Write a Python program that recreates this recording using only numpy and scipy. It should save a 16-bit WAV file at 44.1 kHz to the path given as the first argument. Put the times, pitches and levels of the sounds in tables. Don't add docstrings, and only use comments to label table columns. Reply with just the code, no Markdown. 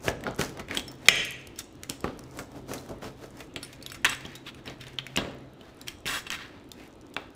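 import sys
import numpy as np
from scipy import signal
from scipy.io import wavfile
from scipy.ndimage import uniform_filter1d

SR = 44100
rng = np.random.default_rng(int(sys.argv[2]) if len(sys.argv) > 2 else 0)


def output_pcm(signal):
    pcm = np.clip(np.atleast_2d(signal).T, -1, 1) * 32767
    wavfile.write(sys.argv[1], SR, np.round(pcm).astype(np.int16))


N = 324135

# (frequency [Hz], relative density [dB])
AIR_SPECTRUM = [(12, -51), (20, -24), (70, 5.5), (181, -10.5), (274, 4), (362, 1.5), (416, -10.5),
                (668, -19), (727, -19), (3860, -23), (5250, -42.5), (8190, -48), (15600, -67.5)]
COUNTER_SPECTRUM = [(26, -38), (45, 3), (179, -1), (269, 6), (356, -1.5), (452, 1), (662, -2), (817, -5.5),
                    (995, -9), (1160, -14), (1300, -9), (1690, -35), (2860, -120)]
CRUST_SPECTRUM = [(300, -28), (650, -15.5), (1500, 2.5), (3000, -0.5), (4500, -5.5), (7000, -26),
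                  (12000, -64)]
FIZZ_SPECTRUM = [(2500, -27.5), (4500, -2.5), (6000, 2.5), (9000, -3.5), (12500, -7.5), (15000, -6.5),
                 (17000, -19.5)]
# (time [s], level [dB])
HUM_LEVELS = [(0.0, -59), (1.25, -52.5), (1.601, -66.5), (2.198, -54), (3.4, -57), (4.4, -53), (5.2, -50.5),
              (5.7, -60.5), (7.35, -69.5)]
# (frequency [Hz], t60 [s])
KITCHEN_DECAY = [(120, 1), (400, 1), (1000, .5), (3000, 0.43), (8000, 0.46), (11000, 0.16), (15000, 0.25)]
# (frequency [Hz], relative level [dB], t60 [s])
PAN_MODES = [(684, -20, .3), (1230, -4, .035), (1362, -26, .4), (1680, -24, .5), (1938, -15, .55),
             (2100, -22, .55), (2331, -19, .6), (2455, -17, .6), (2560, -19, .55), (2705, -19, .55),
             (2826, -22, .5), (3030, -17, .5), (3128, -17, .55), (3250, -16, .5), (3400, -24, .55),
             (3725, -27, .4), (5055, -27, .5), (5180, -29, .5), (5647, -31, .45), (6250, -28, .55),
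             (6415, -23, .55), (6950, -30, .55), (7214, -34, .55), (8145, -33, .5), (8300, -33, .5),
             (8750, -35, .5), (9600, -37, .35)]
WHEEL_MODES = [(1230, -1, .07), (1420, -3, .08), (1620, -5, .07), (1880, -7, .08), (2720, 0, .06),
               (3120, -7, .08), (3330, -8, .25), (3700, -3, .08), (4500, -9, .05), (5380, -3, .08),
               (7290, -11, .09), (7990, -5, .08), (9000, -12, .07), (9590, -13, .12), (11000, -11, .06),
               (11260, -17, .12), (12600, -11, .04), (14500, -11, .04), (15500, -15, .07)]
# (centre [Hz], width [Hz], relative level [dB], t60 [s])
PAN_SHIMMER = [(438, 520, -11.5, 0.39), (2380, 1400, -9, 0.91), (6390, 4000, -9, 0.17)]
# (time [s], level [dB])
PAN_CLANKS = [(1.0856, -18.5), (4.0464, -46.5)]
# (time [s], level [dB], pitch [Hz])
CRUST_SNAPS = [(0.0903, -25, 7240), (0.31, -41, 8300), (0.347, -38, 6140), (0.362, -36, 11000),
               (0.4484, -27, 5800), (0.4594, -37, 5350), (0.752, -23, 8340), (0.9872, -54, 6260),
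               (1.158, -23, 12900), (1.196, -40, 12800), (1.308, -27.5, 11300), (1.322, -33, 12500),
               (1.589, -34, 6820), (1.643, -40.5, 8040), (1.754, -44.5, 5370), (2.2387, -39, 6170),
               (2.3113, -42, 6500), (2.4339, -43.5, 6680), (3.306, -43.5, 10000), (3.5404, -47, 7460),
               (3.6492, -31, 9700), (3.76, -49, 5300), (3.954, -38, 9500), (4.15, -31.5, 7340),
               (4.263, -38, 5100), (4.6987, -36, 5160), (4.883, -39, 8200), (4.9334, -42, 7580),
               (5.165, -17.5, 6200), (5.7904, -50.5, 7470), (6.19, -33, 12530), (6.3194, -27.5, 5730),
               (6.6902, -43.5, 12600), (6.9383, -49, 6880), (7.0124, -45, 6240), (7.0672, -43.5, 8030),
               (7.146, -43.5, 6960), (7.216, -49, 13000), (7.3044, -49.5, 14800)]
# (time [s], level [dB], treble [dB re level], thud [dB re level], contact t60 [s],
# clink [Hz], favoured high wheel pitch [Hz], wheel ring [dB re level])
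WHEEL_KNOCKS = [(0.0508, -54, 3, 0, 0.011, 980, 7250, -35),
                (0.0807, -20, -12, -1.5, 0.036, 1730, 4910, -43),
                (0.2077, -45.5, -4, -3, 0.02, 1990, 7990, -29),
                (0.2382, -28.5, -7, -13, 0.0086, 1900, 5500, -54),
                (0.2667, -19.5, -30, -11, 0.0045, 1510, 4440, -13),
                (0.3934, -20.5, -10, 13, 0.0042, 1580, 5600, -42),
                (0.413, -17, -3, -8, 0.0082, 1930, 5840, -43),
                (0.494, -41, 6, -12, 0.0058, 1820, 11100, -33),
                (0.5735, -37.5, -5.5, -16, 0.014, 890, 5990, -34),
                (0.595, -34.5, -6.5, -9, 0.05, 2020, 5600, -40.5),
                (0.6848, -31.5, -15, -6, 0.014, 2480, 7000, -24),
                (0.7107, -22, -17, -19, 0.011, 1840, 7390, -31),
                (0.748, -27.5, -8, -8, 0.025, 1840, 8140, -32),
                (0.7721, -17.5, -11, -11, 0.025, 3274, 7230, -22),
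                (0.7952, -24.5, -9, -11, 0.015, 3250, 4500, -30),
                (0.88, -46.5, 6.5, -10, 0.026, 2175, 5380, -24),
                (0.9156, -47.5, 7.5, -8, 0.014, 1170, 14100, -30),
                (1.058, -31, -15, -1, 0.005, 3250, 4400, -13),
                (1.0851, 4, -12, -17.5, 0.028, 2885, 6500, -23),
                (1.249, -58, 26, -22.5, 0.022, 4500, 11800, -20),
                (1.4717, -45.5, 7, 2, 0.015, 2520, 10900, -39),
                (1.56, -45.5, -2, -9, 0.011, 3160, 5460, -28.5),
                (1.589, -40.5, 14.5, -33.5, 0.033, 3600, 5050, -32.5),
                (1.8344, -35, 5, -25, 0.012, 2060, 8100, -48),
                (1.8983, -20, 3, -43, 0.0044, 3050, 6050, -40),
                (2.0063, -52, 15, -0.5, 0.0092, 1410, 5780, -43),
                (2.0422, -25.5, -17, 4.5, 0.029, 1014, 4600, -43),
                (2.0788, -29.5, -30, 2, 0.0061, 1480, 5450, -34),
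                (2.192, -43, 6, -3, 0.011, 1096, 6350, -52.5),
                (2.3735, -40, 9.5, -9, 0.0033, 1330, 7320, -40),
                (2.3888, -33, -5, -8.5, 0.063, 1410, 8050, -29),
                (2.5176, -53.5, 2, -13.5, 0.015, 934, 13900, -34.5),
                (2.7145, -31.5, -25, 3, 0.015, 1110, 6600, -30),
                (2.7353, -37.5, 4.5, -21.5, 0.043, 2050, 11000, -26),
                (2.7806, -36, -16, -16.5, 0.026, 4070, 7370, -32),
                (2.8612, -48, 0, 4, 0.014, 1040, 7870, -47),
                (2.8915, -40, -2.5, -12, 0.015, 1120, 5120, -41.5),
                (3.0211, -40, -12.5, 2.5, 0.011, 1410, 5390, -28),
                (3.0424, -36, -8, -12, 0.013, 1110, 5670, -26),
                (3.2406, -37, -20.5, 7, 0.0067, 990, 4600, -31),
                (3.259, -52, 3.5, -9, 0.0074, 1456, 5060, -27.5),
                (3.3704, -51.5, 4, -4, 0.014, 1280, 5270, -27.5),
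                (3.4047, -36, -6.5, -23, 0.036, 2470, 5250, -38),
                (3.5612, -18.5, -14.5, -18.5, 0.0075, 3340, 7340, -28.5),
                (3.6297, -28, -13, -27, 0.011, 4240, 10400, -10),
                (3.7285, -45.5, -2, -8, 0.057, 2450, 4450, -14),
                (3.8128, -38, -16, -5, 0.008, 2270, 5320, -30),
                (3.8256, -35, -6, -20, 0.022, 4440, 9000, -27.5),
                (3.863, -29, -5, -15, 0.014, 3460, 12500, -25),
                (3.8998, -29.5, -10, -22, 0.011, 4450, 4330, -21),
                (3.9191, -27.5, -8.5, -24, 0.0065, 2320, 13000, -18),
                (3.945, -40, -4.5, -22, 0.082, 1340, 4730, -17),
                (4.0463, -8.5, -14.5, -20.5, 0.018, 1744, 8400, -23.5),
                (4.052, -10, -8, -27.5, 0.014, 2000, 8400, -39),
                (4.095, -32.5, 4.5, -36, 0.018, 1700, 7900, -18),
                (4.1313, -22, -20, -29, 0.011, 2480, 5370, -20),
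                (4.2087, -32, -10, -4, 0.0049, 2260, 4500, -31),
                (4.2512, -31, -21, -2, 0.032, 3270, 4700, -18),
                (4.3531, -35, -5.5, -32, 0.047, 3870, 6340, -18),
                (4.4664, -27.5, -29, -18, 0.0092, 3500, 5500, -34.5),
                (4.5464, -38, -10, -12.5, 0.0097, 2560, 9600, -25),
                (4.6583, -38.5, -5.5, -10, 0.0095, 1880, 5260, -28),
                (4.6772, -22.5, -26.5, -27.5, 0.0071, 3000, 5250, -25),
                (4.8103, -35.5, -11, -22, 0.034, 3630, 5220, -29),
                (4.837, -39, -14, -18, 0.026, 1810, 5150, -33),
                (4.8674, -36, -14, -10, 0.032, 3570, 5200, -36),
                (4.9868, -12, -22.5, -36, 0.0043, 3150, 5070, -40),
                (5.0663, -31.5, -7, -31, 0.016, 2240, 6000, -38),
                (5.1601, -18, -26, -13, 0.01, 2550, 6080, -30),
                (5.1735, -8, -17.5, -6.5, 0.0085, 2850, 6200, -33),
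                (5.2477, -32, -28, 3, 0.011, 2220, 4930, -35),
                (5.6108, -40.5, -14, -6, 0.014, 3045, 4660, -29),
                (5.814, -33.5, 0.5, -15, 0.0081, 3950, 7990, -41),
                (5.8825, -22, -3, -45.5, 0.01, 3180, 5000, -40),
                (6.0569, -24.5, -15, -9, 0.0074, 2840, 5900, -16.5),
                (6.0759, -23, -20, -25, 0.018, 3580, 5130, -30),
                (6.2686, -29, -15, -21, 0.012, 2840, 4500, -12),
                (6.3034, -15.5, -11, -35, 0.0062, 3140, 4510, -39),
                (6.7168, -35.5, 2, -13.5, 0.012, 3600, 12900, -34.5),
                (6.7985, -41.5, -14, -6.5, 0.017, 2500, 4650, -21),
                (7.1398, -44.5, 2, -7.5, 0.014, 3400, 5580, -42.5),
                (7.1653, -14, -24, -7, 0.0087, 2330, 4840, -35)]
# (peak time [s], rub [dB], rise [s], hold [s], fall [s], crisp treble [dB re rub],
# counter drumming [dB re rub], crust resonance [Hz])
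WHEEL_STROKES = [(0.046, -49.5, .03, .055, 0.018, 4.5, 10, 1192),
                 (0.067, -41.5, 0.017, 0.015, 0.082, -15, 7.5, 1150),
                 (0.278, -43, 0.057, 0.0012, 0.076, -19, 14.5, 790),
                 (0.391, -37.5, 0.01, 0.035, 0.079, -3, 4.5, 1140),
                 (0.6, -48, 0.083, .002, 0.055, -19, 10.5, 930),
                 (0.697, -45.5, .005, 0.048, .03, -20, 5, 1900),
                 (0.772, -41, 0.064, .002, .06, -3.5, 3.5, 2880), (0.9, -60.5, .08, .03, .09, -9, 10, 1100),
                 (1.073, -50.5, 0.088, 0.0031, .005, -4, 9, 1900),
                 (1.589, -45.5, 0.017, .02, 0.017, -2.5, -17.5, 3490),
                 (1.77, -64, .065, 0.0018, .06, -15.5, 0.5, 870),
                 (1.845, -58.5, .05, 0.0016, .05, -6.5, -2.5, 1990),
                 (1.894, -43, 0.003, 0.0018, 0.068, -3, 4, 2880),
                 (2.053, -47, 0.04, .002, .15, -13.5, 7, 820), (2.241, -63.5, .1, 0.023, .04, -10, 7, 780),
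                 (2.407, -52.5, 0.13, .002, .055, 0, 13.5, 1320),
                 (2.568, -57.5, .1, .002, .085, -3.5, 15.5, 757),
                 (2.691, -50, 0.021, 0.069, .13, -1, 9, 710),
                 (2.906, -56, 0.047, .002, 0.091, -5, 19.5, 685),
                 (3.027, -47.5, 0.016, 0.047, 0.055, -7, 7.5, 760),
                 (3.24, -53.5, 0.089, .002, 0.066, -4, 9, 916),
                 (3.412, -54.5, 0.12, .002, 0.073, -2, 9.5, 1945),
                 (3.565, -39.5, 0.0061, .002, 0.028, -28.5, 2.5, 2820),
                 (3.64, -53, 0.07, .002, .17, -6, -6, 2490), (3.85, -58, 0.11, 0.053, 0.25, -11, -11, 2700),
                 (4.057, -25.5, 0.006, 0.011, 0.01, -20, -22, 1892),
                 (4.065, -36, 0.0061, 0.063, .05, -8.5, -14.5, 1885),
                 (4.201, -53.5, .05, 0.15, 0.1, -11.5, -5, 2100),
                 (4.473, -41, .02, 0.016, .02, -10.5, -30, 3550),
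                 (4.592, -56.5, 0.088, .002, .03, -10, -9.5, 1220),
                 (4.68, -43.5, 0.031, .002, 0.075, -12.5, 5.5, 2130),
                 (4.816, -50, 0.027, .002, .08, -9, -15, 2660),
                 (4.881, -53, 0.027, .002, .13, -10, -5, 2260),
                 (4.986, -35.5, 0.0017, 0.0014, .022, -16, -9, 2880),
                 (5.074, -59.5, 0.088, 0.12, .02, -10, 3, 2100),
                 (5.182, -30, .005, 0.0017, 0.0318, -17, 3, 730),
                 (5.205, -44.5, 0.033, .002, .2, -16, 9.5, 1520),
                 (5.642, -60, 0.098, 0.055, .1, -10, -1, 1100),
                 (5.82, -60.5, 0.17, 0.021, 0.0202, -11, -1.5, 1250),
                 (5.874, -44.5, .008, .002, 0.064, -2.5, -12, 2500),
                 (6.064, -34, .004, 0.11, .04, -2, -33, 1650),
                 (6.269, -43, 0.013, 0.001, 0.019, -16, -25.5, 3140),
                 (6.307, -37, 0.0024, .045, 0.025, -7, -31, 2200),
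                 (6.418, -44, 0.15, 0.0018, .11, -14.5, -9, 1500),
                 (6.55, -59.5, 0.11, 0.032, .1, -17, 2, 1250), (6.799, -58.5, .08, 0.058, .06, -7, 3, 2460),
                 (7.166, -51, .005, 0.0025, 0.14, -15, 4.5, 1320)]


def gain_of(db):
    return 10 ** (np.asarray(db) / 20)


def unit_rms(x):
    return x / np.sqrt(np.mean(x ** 2) + 1e-20)


def lookup(points, hz):
    table_hz, value = np.transpose(points)
    return np.interp(np.log(hz + 1), np.log(table_hz + 1), value)


def add(mix, start_s, sound):
    part = mix[..., round(start_s * SR):][..., :sound.shape[-1]]
    part += sound[..., :part.shape[-1]]


def colour(x, spectrum, size=4096):
    db = np.maximum(lookup(spectrum, abs(np.fft.fftfreq(size, 1 / SR))), -100)
    log_response = np.conj(signal.hilbert(np.log(gain_of(db))))
    response = np.fft.ifft(np.exp(log_response)).real[:size // 2]
    return signal.oaconvolve(x, response / np.linalg.norm(response))[:N]


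def resonate(x, hz, width_hz):
    carrier = np.exp(2j * np.pi * np.cumsum(hz * np.ones(len(x))) / SR)
    pole = np.exp(-np.pi * width_hz / SR)
    for _ in range(2):
        x = 2 * (carrier * signal.lfilter([1 - pole], [1, -pole], x / carrier + 1e-18)).real
    return x


def damped_sines(modes, length_s):
    hz, db, t60_s = np.transpose(modes)[:, :, None]
    t = np.arange(round(length_s * SR)) / SR
    return gain_of(db - 60 * t / t60_s) * np.sin(2 * np.pi * hz * t)


def waver(shape, span_samples):
    noise = rng.standard_normal((2, *shape))
    real, imag = uniform_filter1d(uniform_filter1d(noise, span_samples), span_samples)
    return unit_rms(real) + 1j * unit_rms(imag)


def impulses(rate_per_s, spread_db):
    size = gain_of(spread_db * np.minimum(rng.exponential(1, N), 3))
    return size * (rng.random(N) < rate_per_s / SR)


def kitchen_air(level_db=-52, drift_db=2.7):
    hz = np.fft.rfftfreq(1024, 1 / SR)
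    real, imag, patches = rng.standard_normal((N // 256 + 5, len(hz), 3)).T
    patches = unit_rms(uniform_filter1d(uniform_filter1d(patches, 8, 0), 14, 1))
    gain = gain_of(lookup(AIR_SPECTRUM, hz)[:, None] + drift_db * patches)
    air = signal.istft((real + 1j * imag) * gain, nperseg=1024, noverlap=768)[1]
    return gain_of(level_db) * unit_rms(air[:N])


def appliance_hum(hz=130):
    t = np.arange(N) / SR
    level_db = np.interp(t, *np.transpose(HUM_LEVELS))
    hum = ((2.5 + waver([N], 1500)) * np.exp(2j * np.pi * hz * t)).real
    return gain_of(level_db) * unit_rms(hum)


def kitchen_reverb(x, level_db=-15):
    taps = np.zeros(SR)
    slots = np.arange(200, SR - 20, 20)
    taps[slots + rng.integers(0, 20, len(slots))] = rng.choice([-1., 1.], len(slots))
    hz, t, bands = signal.stft(taps, SR, nperseg=256)
    decay = gain_of(-60 * t / lookup(KITCHEN_DECAY, hz)[:, None])
    tail = signal.istft(bands * decay, SR, nperseg=256)[1]
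    return gain_of(level_db) * signal.fftconvolve(x, tail / np.linalg.norm(tail))[:N]


def counter_boom(thuds, gain_db=1, t60_s=.28):
    t = np.arange(SR // 2) / SR
    boom = rng.standard_normal(len(t)) * gain_of(-60 * t / t60_s)
    return gain_of(gain_db) * signal.fftconvolve(thuds, boom / np.linalg.norm(boom))[:N]


def pan_clanks():
    modes = damped_sines(PAN_MODES, length_s=.9)
    ring = ((.8 + waver(modes.shape, 300)) * signal.hilbert(modes)).real.sum(0)
    ring /= np.std(ring[:2000])
    t = np.arange(len(ring)) / SR
    for hz, width_hz, db, t60_s in PAN_SHIMMER:
        shimmer = resonate(rng.standard_normal(len(t)), hz, width_hz)
        ring += gain_of(db - 60 * t / t60_s) * unit_rms(shimmer)
    out = np.zeros(N)
    for start_s, db in PAN_CLANKS:
        add(out, start_s, gain_of(db) * ring * np.sqrt(1 - t / t[-1]))
    return out


def crust_snaps(faint_count=110, faint_db=-57.5, spread_db=11, low_hz=6000, high_hz=15000, t60_s=.004):
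    out, t = np.zeros(N), np.arange(300) / SR
    when, size, pitch = rng.random((faint_count, 3)).T
    faint = zip(when * N / SR, faint_db + spread_db * size, low_hz * (high_hz / low_hz) ** pitch)
    for start_s, db, hz in [*CRUST_SNAPS, *faint]:
        puff = rng.standard_normal(len(t)) * gain_of(-60 * t / t60_s)
        puff = .3 * puff + resonate(puff, hz, width_hz=4000)
        add(out, start_s, gain_of(db) * puff / abs(puff).max())
    return colour(out, FIZZ_SPECTRUM)


def wheel_knocks(reach_log_hz=.089, uneven_db=-4.5, clink_db=-11, clink_t60_ratio=3.9):
    contact, metal = np.zeros((3, N)), np.zeros(N)
    t = np.arange(1500) / SR
    modes, mode_hz = damped_sines(WHEEL_MODES, length_s=.2), np.transpose(WHEEL_MODES)[0]
    for start_s, db, treble_db, thud_db, t60_s, clink_hz, high_hz, ring_db in WHEEL_KNOCKS:
        fall_db = 60 * t / t60_s
        noise = rng.standard_normal(len(t))
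        chatter = np.sign(noise) * np.sqrt(abs(noise)) * gain_of(db - fall_db)
        body = resonate(chatter, clink_hz, width_hz=2100)
        add(contact, start_s, np.array([gain_of(thud_db) * chatter, body, gain_of(treble_db) * chatter]))
        clink = np.sin(2 * np.pi * clink_hz * t)
        add(metal, start_s, gain_of(db + clink_db - fall_db / clink_t60_ratio) * clink)
        low, high = np.exp(-.5 * (np.log(mode_hz / [[clink_hz], [high_hz]]) / reach_log_hz) ** 2)
        low += .19 * (mode_hz < clink_hz)
        high += .13 * (mode_hz > clink_hz)
        share = low + gain_of(treble_db + 22.5) * high
        mode_db = db + ring_db + uneven_db * rng.standard_normal(len(modes))
        add(metal, start_s, gain_of(mode_db) * share @ modes)
    return contact, metal


def stroke_pressure(slope_db=20, crisp_slope_db=19, rest_hz=760):
    t = np.arange(N) / SR
    rest_db = [[-70.5], [-78], [-55]]
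    rub, crisp, drum = gain_of(rest_db) ** 2 * np.ones(N)
    log_pitch = rub * np.log(rest_hz)
    for peak_s, db, rise_s, hold_s, fall_s, crisp_db, drum_db, hz in WHEEL_STROKES:
        span = slice(max(round((peak_s - 1) * SR), 0), round((peak_s + 1) * SR))
        age_s = t[span] - peak_s
        away = np.maximum(-age_s / rise_s, 0) + np.maximum((age_s - hold_s) / fall_s, 0)
        power = gain_of(db - slope_db * away) ** 2
        rub[span] += power
        crisp[span] += gain_of(db + crisp_db - crisp_slope_db * away) ** 2
        drum[span] += gain_of(drum_db) ** 2 * power
        log_pitch[span] += np.log(hz) * power
    return np.sqrt(rub), np.sqrt(crisp / rub), np.sqrt(drum / rub), np.exp(log_pitch / rub)


def wheel_ring(low_drive, high_drive, split_hz=4000, t60_ratio=.35):
    modes = damped_sines(np.multiply(WHEEL_MODES, [1, 1, t60_ratio]), length_s=.2)
    is_high = np.transpose(WHEEL_MODES)[0] > split_hz
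    out = np.zeros(N)
    for drive, band in (low_drive, ~is_high), (high_drive, is_high):
        response = modes[band].sum(0)
        out += signal.oaconvolve(drive, response / np.linalg.norm(response))[:N]
    return out


def wheel_strokes(hollow_db=-11.5, on_metal_s=3.55, ring_knee_db=-45.5):
    rub, crisp_ratio, drum_ratio, crust_hz = stroke_pressure()
    slip_sizes = impulses(rate_per_s=1500, spread_db=3.5)
    direction, fine_rub, rumble = rng.standard_normal((3, N))
    slips = unit_rms(unit_rms(slip_sizes * np.sign(direction)) + .87 * fine_rub)
    hollow = resonate(slips, crust_hz, width_hz=1500)
    crust = unit_rms(slips + gain_of(hollow_db) * unit_rms(hollow))
    drum = unit_rms(.5 * slips + rumble)
    cracks = impulses(rate_per_s=250, spread_db=4)
    puffs = signal.lfilter([1], [1, -.96], cracks) * rng.standard_normal(N)
    fizz = unit_rms(slips + .51 * unit_rms(puffs))
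    bare_db = np.where(np.arange(N) / SR < on_metal_s, -17.5, -2)
    bare = gain_of(bare_db) * rub / np.hypot(rub, gain_of(ring_knee_db))
    soft = np.sqrt(1 - bare ** 2)
    drives = rub * [drum_ratio * drum, soft * crust, soft ** 1.5 * crisp_ratio * fizz]
    scrape = rub * bare * slips
    return drives, wheel_ring(scrape, .7 * crisp_ratio * scrape)


def scene():
    rubbing, rub_ring = wheel_strokes()
    contact, knock_ring = wheel_knocks()
    counter, crust, fizz = rubbing + contact
    direct = colour(counter + counter_boom(contact[0]), COUNTER_SPECTRUM)
    direct += colour(crust, CRUST_SPECTRUM) + colour(fizz, FIZZ_SPECTRUM)
    direct += rub_ring + knock_ring + pan_clanks() + crust_snaps()
    return (direct + kitchen_reverb(direct) + kitchen_air() + appliance_hum())[None]


def record(dry, threshold_db=-7, peak_decay_db_per_s=92, cutoff_hz=15650):
    power_db = 10 * np.log10(signal.lfilter(np.ones(100) / 100, 1, dry[0] ** 2) + 1e-12)
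    decay_db = np.arange(N) * peak_decay_db_per_s / SR
    peak_db = np.maximum.accumulate(power_db + decay_db) - decay_db
    over_db = np.maximum(peak_db - threshold_db, 0)
    duck_db = 1.1 * signal.lfilter(np.ones(200) / 200, 1, over_db)
    clipped = np.tanh(dry / gain_of(duck_db))
    lowpass = signal.firwin(511, cutoff_hz, window=("kaiser", 9), fs=SR)
    return signal.oaconvolve(clipped, lowpass[None], "same")


dry = scene()
out = record(dry)
output_pcm(out)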